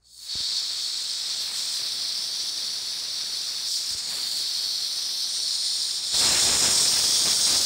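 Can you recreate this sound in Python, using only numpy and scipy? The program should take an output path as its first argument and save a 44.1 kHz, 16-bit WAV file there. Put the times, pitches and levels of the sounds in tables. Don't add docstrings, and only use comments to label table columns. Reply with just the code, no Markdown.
import sys
import numpy as np
from scipy import signal
from scipy.fft import rfft, irfft, next_fast_len
from scipy.io import wavfile
from scipy.ndimage import uniform_filter1d

SR = 44100
rng = np.random.default_rng(int(sys.argv[2]) if len(sys.argv) > 2 else 0)


def inscribe(sig):
    pcm = np.round(np.clip(np.atleast_2d(sig).T, -1, 1) * 32767)
    wavfile.write(sys.argv[1], SR, pcm.astype(np.int16))


def invert_db(level):
    return 10 ** (np.asarray(level, dtype=float) / 20)


N = 337760


def jet():
    # time_s, level_db
    valve = [(0, -88), (.06, -62), (.12, -57.5), (.27, -40), (.31, -31.5), (.43, -27.5), (.65, -31),
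             (1.4, -30), (1.9, -30.5), (3.1, -32), (3.62, -30.5), (4.1, -31.5), (4.5, -29.5), (5.95, -28),
             (6.11, -29), (6.15, -22), (7.66, -22.5)]
    # time_s, lift_db, length_ms
    swells = [(.58, 3, 32), (.85, 1.5, 60), (1.52, -4.5, 32), (1.76, 1.5, 85), (2.42, 1, 160),
              (3.74, 3.5, 70), (3.915, 3, 35), (3.96, -4.5, 15), (4.04, -4, 31), (6.01, -4.5, 22),
              (6.5, -1.5, 26), (6.8, 0.5, 80), (7.48, 1, 35)]
    # start_s, shear_minus_pipe_db, fine_minus_pipe_db
    poses = [(0, -1, -16.5), (.09, 0.5, -8), (.2, -3.5, -11), (.28, -12, -25.5), (.61, -10, -22.5),
             (1.4, -11, -17), (1.5, -6, -16), (1.6, -9, -19), (1.69, -7, -18.5), (1.78, -11, -20),
             (3.68, -8.5, -19), (3.92, -6.5, -19), (4.09, -7, -15), (4.42, -12, -18.5), (5.3, -7.5, -21.5),
             (6.17, -3, -18), (6.58, -2.5, -18), (6.87, -5, -17.5)]
    # frequency_hz, level_db_per_hz
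    pipe_colour = [(2900.0, -36.0), (3060.0, -18.0), (3169.0, -13.4), (3514.0, -8.1), (4065.0, -2.2),
                   (4478.0, 0.0), (4680.0, -1.5), (4823.0, -9.0), (4990.0, -1.5), (5305.0, -2.9),
                   (5443.0, -5.5), (5719.0, -6.0), (6201.0, -13.6), (6401.0, -26.0)]
    # frequency_hz, level_db_per_hz
    shear_colour = [(6070, -16), (6270, -3.5), (6683, -1.6), (7028, -2.3), (7235, -4.7), (7924, -1.4),
                    (8062, -2.8), (8337, -0.6), (8544, -2.5), (8751, 0.0), (8888, -2.2), (9440, -4.9),
                    (9715, -11.2), (9915, -23)]
    # frequency_hz, level_db_per_hz
    fine_colour = [(9584, -13), (9784, -0.9), (10129, -4.1), (10542, 0.0), (10818, -0.7), (12403, -10.1),
                   (13161, -3.6), (13574, -3.6), (13781, -8.6), (13919, -5.8), (14608, -4.2), (14952, -6.7),
                   (15641, -1.9), (15731, -2)]
    pose_slew_s = 0.052

    start_s, *held_db = np.transpose(poses)
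    pose = np.maximum(np.searchsorted(start_s, np.arange(N) / SR) - 1, 0)
    shear_db, fine_db = (uniform_filter1d(db[pose], int(pose_slew_s * SR)) for db in held_db)

    eddies, flutter = walk(30), walk(250)
    pipe = coloured(pipe_colour) * invert_db(0.7 * eddies + 0.86 * flutter + 0.4 * walk(15))
    shear = coloured(shear_colour) * invert_db(shear_db + 0.47 * eddies + 1.25 * flutter + 0.74 * walk(12))
    fine = coloured(fine_colour) * invert_db(fine_db + 0.32 * eddies + 0.37 * flutter + 0.53 * walk(9.3))
    opening_db = columns(valve)[0]
    return invert_db(opening_db + bells(swells)) * (pipe + shear + fine)


def whistle():
    # time_s, level_db
    loudness = [
        (0, -85),
        (.05, -63),
        (.15, -56),
        (.25, -47),
        (.35, -46),
        (.6, -48),
        (1, -55),
        (1.3, -90),
    ]
    hz, width = 4450, 170
    tone = coloured([(hz - 2 * width, -20), (hz - width / 2, -3), (hz, 0), (hz + width / 2, -3),
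                     (hz + 2 * width, -20)])
    return tone * invert_db(columns(loudness)[0])


def close_echoes(x):
    # start_s, end_s, delay_ms, reflected_share
    hand = [(0, 1.04, 0.358, -0.16), (0.28, 2.2, 0.254, 0.16), (0.32, 2.24, 0.446, -0.08),
            (0.52, 1.8, 0.15, 0.1), (1.44, 1.56, 0.15, -0.23), (1.44, 2.36, 0.334, 0.13),
            (1.56, 2.32, 0.406, 0.11), (1.72, 3.68, 0.21, 0.18), (2.16, 8, 0.274, -0.07),
            (2.32, 3.68, 0.302, 0.16), (2.36, 3.72, 0.522, 0.09), (2.36, 3.76, 0.382, 0.11),
            (2.64, 6.56, 0.334, -0.05), (3.68, 4.08, 0.15, 0.15), (4.0, 4.84, 0.418, 0.12),
            (4.04, 4.32, 0.302, 0.12), (4.04, 4.92, 0.258, 0.2), (4.12, 5.52, 0.67, 0.13),
            (4.12, 6.56, 0.15, -0.1), (4.32, 6.32, 0.182, 0.09), (4.48, 5.44, 0.346, 0.17),
            (4.64, 6.96, 0.63, -0.14), (5.44, 6.12, 0.502, -0.13), (5.88, 6.84, 0.202, -0.18),
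            (5.92, 6.96, 0.47, -0.09), (6.16, 7.16, 0.37, 0.09), (6.28, 8, 0.226, -0.23),
            (6.4, 6.8, 0.266, -0.1), (6.72, 8, 0.286, -0.14), (6.88, 7.48, 0.33, 0.1)]
    # start_s, end_s, delay_ms, reflected_share
    floor = [(0, 0.96, 1.126, 0.08), (0, 1.32, 1.446, -0.09), (0, 1.36, 2.01, 0.09),
             (0, 1.64, 1.706, -0.07), (0, 6.52, 1.17, 0.04), (0, 8, 3.106, 0.06), (0, 8, 3.39, -0.06),
             (0.32, 1.2, 2.198, 0.08), (1.32, 3.56, 0.67, 0.07), (1.56, 1.8, 1.55, -0.14),
             (1.56, 5.72, 3.354, -0.04), (1.56, 7.44, 3.19, -0.02), (1.76, 3.92, 1.63, -0.08),
             (1.92, 8, 3.654, 0.03), (2.0, 4.48, 1.81, -0.09), (2.2, 3.68, 1.206, -0.14),
             (2.32, 3.8, 0.862, 0.1), (2.32, 4.04, 1.33, -0.08), (2.4, 3.88, 1.466, -0.07),
             (3.2, 8, 0.918, -0.03), (3.56, 6.8, 1.358, 0.06), (3.72, 8, 1.462, 0.03),
             (4.04, 4.44, 0.886, 0.13), (4.28, 7.36, 1.738, -0.04), (4.44, 7.0, 2.018, 0.06),
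             (5.4, 8, 2.166, -0.05), (5.44, 8, 1.546, -0.06), (6.12, 7.6, 1.218, 0.07),
             (6.92, 7.52, 1.258, 0.07), (7.12, 8, 0.71, -0.11)]
    fade_s = 2 * .022

    out = x.copy()
    taps = np.arange(-32, 256)
    for start, end, ms, share in [*hand, *floor]:
        a = max(int((start - fade_s) * SR), 0)
        b = min(int((end + fade_s) * SR), N)
        lag = taps - ms * SR / 1000
        delay = np.sinc(lag) * np.exp(-(lag / 12) ** 2)
        late = signal.oaconvolve(x[a:b], delay)[32:32 + b - a]
        out[a:b] += share * span(start, end, fade_s)[a:b] * late
    return out


def walls(x):
    t60_s, level_db = 0.078, -13.5
    t = np.arange(8192) / SR
    decay = np.exp(-np.log(1000) * t / t60_s)
    tail = rng.standard_normal(8192) * decay * (t > .003)
    return x + signal.fftconvolve(x, invert_db(level_db) * tail / np.linalg.norm(tail))[:N]


def rush():
    # time_s, level_db, tilt_db
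    course = [(0, -86, -6), (.12, -82, -3), (.22, -65, 1), (.3, -53.5, 14), (.4, -49.5, 3.5), (1.2, -49, 3),
              (1.45, -46, 3), (2.3, -49, 1), (3.6, -48.5, 1.5), (4.6, -49.5, 1), (5.7, -50, 1.5),
              (6.11, -49, 0), (6.15, -39, -1.5), (6.75, -37, -1.5), (7.05, -41, -1.5), (7.66, -42, -1.5)]
    # start_s, end_s, first_lift_db, last_lift_db
    gusts = [
        (3.682, 3.776, -5, -3),
        (4.076, 4.284, 5, 2),
        (6.204, 6.405, 4.5, 6),
        (6.413, 6.57, 2, 5.5),
        (6.6, 6.691, 2, 6.5),
        (6.92, 6.998, -0.5, 6),
        (7.253, 7.36, 7.5, 1),
        (7.463, 7.569, 3.5, 8),
    ]
    # time_s, lift_db, length_ms
    spits = [
        (4.13, 3, 8.3),
        (4.185, 3, 6.1),
        (6.143, 2, 7.1),
        (6.495, 3.5, 4.4),
        (6.672, -5, 4.3),
        (6.86, 5.5, 5.8),
        (7.04, 5, 4.3),
        (7.474, 3.5, 6.5),
    ]
    # frequency_hz, level_db_per_hz
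    stream_colour = [(25, -34), (45, -5), (70, -0.5), (200, 0), (1000, 0), (1800, 1), (2900, 2.5),
                     (3400, -6.5), (6000, -3)]

    level_db, tilt_db = columns(course)
    t = np.arange(N) / SR
    gusts_db = 0
    for start, end, first, last in gusts:
        gusts_db = gusts_db + span(start, end, 0.016) * np.interp(t, [start, end], [first, last])

    stream = coloured(stream_colour)
    bass = signal.sosfilt(signal.butter(2, 1550, fs=SR, output="sos"), stream)
    shared_db = 0.67 * walk(30) + bells(spits)
    sputter = invert_db(shared_db + 2.0 * walk(70) - 1.61 * tilt_db)
    upper = (stream - bass) * invert_db(shared_db + 1.0 * walk(150))
    return invert_db(level_db + gusts_db + 2.0) * (bass * sputter + upper)


def bumps():
    # time_s, signed_peak, push_ms
    pushes = [
        (.3549, -.035, .7),
        (.4046, .021, .55),
        (3.9118, .011, .9),
        (3.950, -.014, 1.1),
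        (6.142, -.03, 1.2),
    ]
    out = np.zeros(N)
    for s, peak, push_ms in pushes:
        t = (np.arange(-300, 900) / SR) / (push_ms / 1000)
        i = int(s * SR)
        out[i - 300:i + 900] += peak * np.where(t < 0, np.exp(-12 * t ** 2), np.exp(-np.abs(t) / 2))
    return out


def low_cut(x):
    cut_hz, width_hz = 61, 34
    w, damp = 2 * np.pi * cut_hz, 2 * np.pi * width_hz
    return signal.lfilter(*signal.bilinear([1, 0, 0], [1, damp, w ** 2], SR), x)


def garage():
    # frequency_hz, level_db_rms
    hum_tones = [
        (59.5, -72),
        (119, -80),
    ]
    # frequency_hz, level_db_per_hz
    room_colour = [(18, -32), (30, -3), (98, -6), (157, -6), (2410, -44), (4420, -34), (4780, -26),
                   (7870, -24), (16000, -47)]
    # time_s, gain_db
    settle = [
        (0, 2),
        (.3, 1),
        (.5, -22),
        (7.66, -9),
    ]
    t = np.arange(N) / SR
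    hum = np.zeros(N)
    for hz, db in hum_tones:
        hum += np.sqrt(2) * invert_db(db + 2.0 * walk(11)) * np.sin(2 * np.pi * hz * t)
    room = invert_db(-78) * coloured(room_colour)
    return (hum + room) * invert_db(columns(settle)[0])


def coloured(points):
    hz, db = np.transpose(points)
    size = next_fast_len(N)
    f = np.arange(1, size // 2 + 2) * SR / size
    gain = invert_db(np.interp(np.log(f), np.log(hz), db, left=-90, right=-90))
    x = irfft(rfft(rng.standard_normal(size)) * gain, size)[:N]
    return x / np.std(x)


def walk(rate):
    k = int(SR / rate)
    held = np.repeat(rng.standard_normal(N // 20)[:N // k + 1], k)
    return 0.93 * uniform_filter1d(uniform_filter1d(held, k), k)[:N]


def columns(table):
    s, *values = np.transpose(table)
    return [np.interp(np.arange(N) / SR, s, v) for v in values]


def bells(events):
    t = np.arange(N) / SR
    return sum(db * np.exp(-((t - s) * 1000 / ms) ** 2) for s, db, ms in events)


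def span(start, end, edge_s):
    t = np.arange(N) / SR
    since_start = t - start if start > 0 else np.inf
    return np.clip(np.minimum(since_start, end - t) / edge_s + .5, 0, 1)


def scene():
    hiss = walls(close_echoes(jet()) + whistle())
    mono = hiss + rush() + garage() + low_cut(bumps())
    return np.array([mono, mono])


def treble_gate(x):
    from_hz, top_hz, threshold_db = 9800, 15740, -7.5
    hz, _, z = signal.stft(x, SR, nperseg=2048, noverlap=1536)
    top = (hz > from_hz) & (hz < top_hz)
    power = uniform_filter1d(uniform_filter1d(np.abs(z[top]) ** 2, size=8, axis=0), size=3, axis=1)
    z[top] *= power > invert_db(2 * threshold_db) * power.mean(axis=0)
    z[hz >= top_hz] = 0
    return signal.istft(z, SR, nperseg=2048, noverlap=1536)[1][:N]


def low_pass(x):
    return signal.sosfilt(signal.butter(12, 16990, fs=SR, output="sos"), x)


def record(dry):
    ceiling = .6
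    mono = treble_gate(ceiling * np.tanh(dry[0] / ceiling))
    return low_pass(np.array([mono, mono]))


dry = scene()
out = record(dry)
inscribe(out)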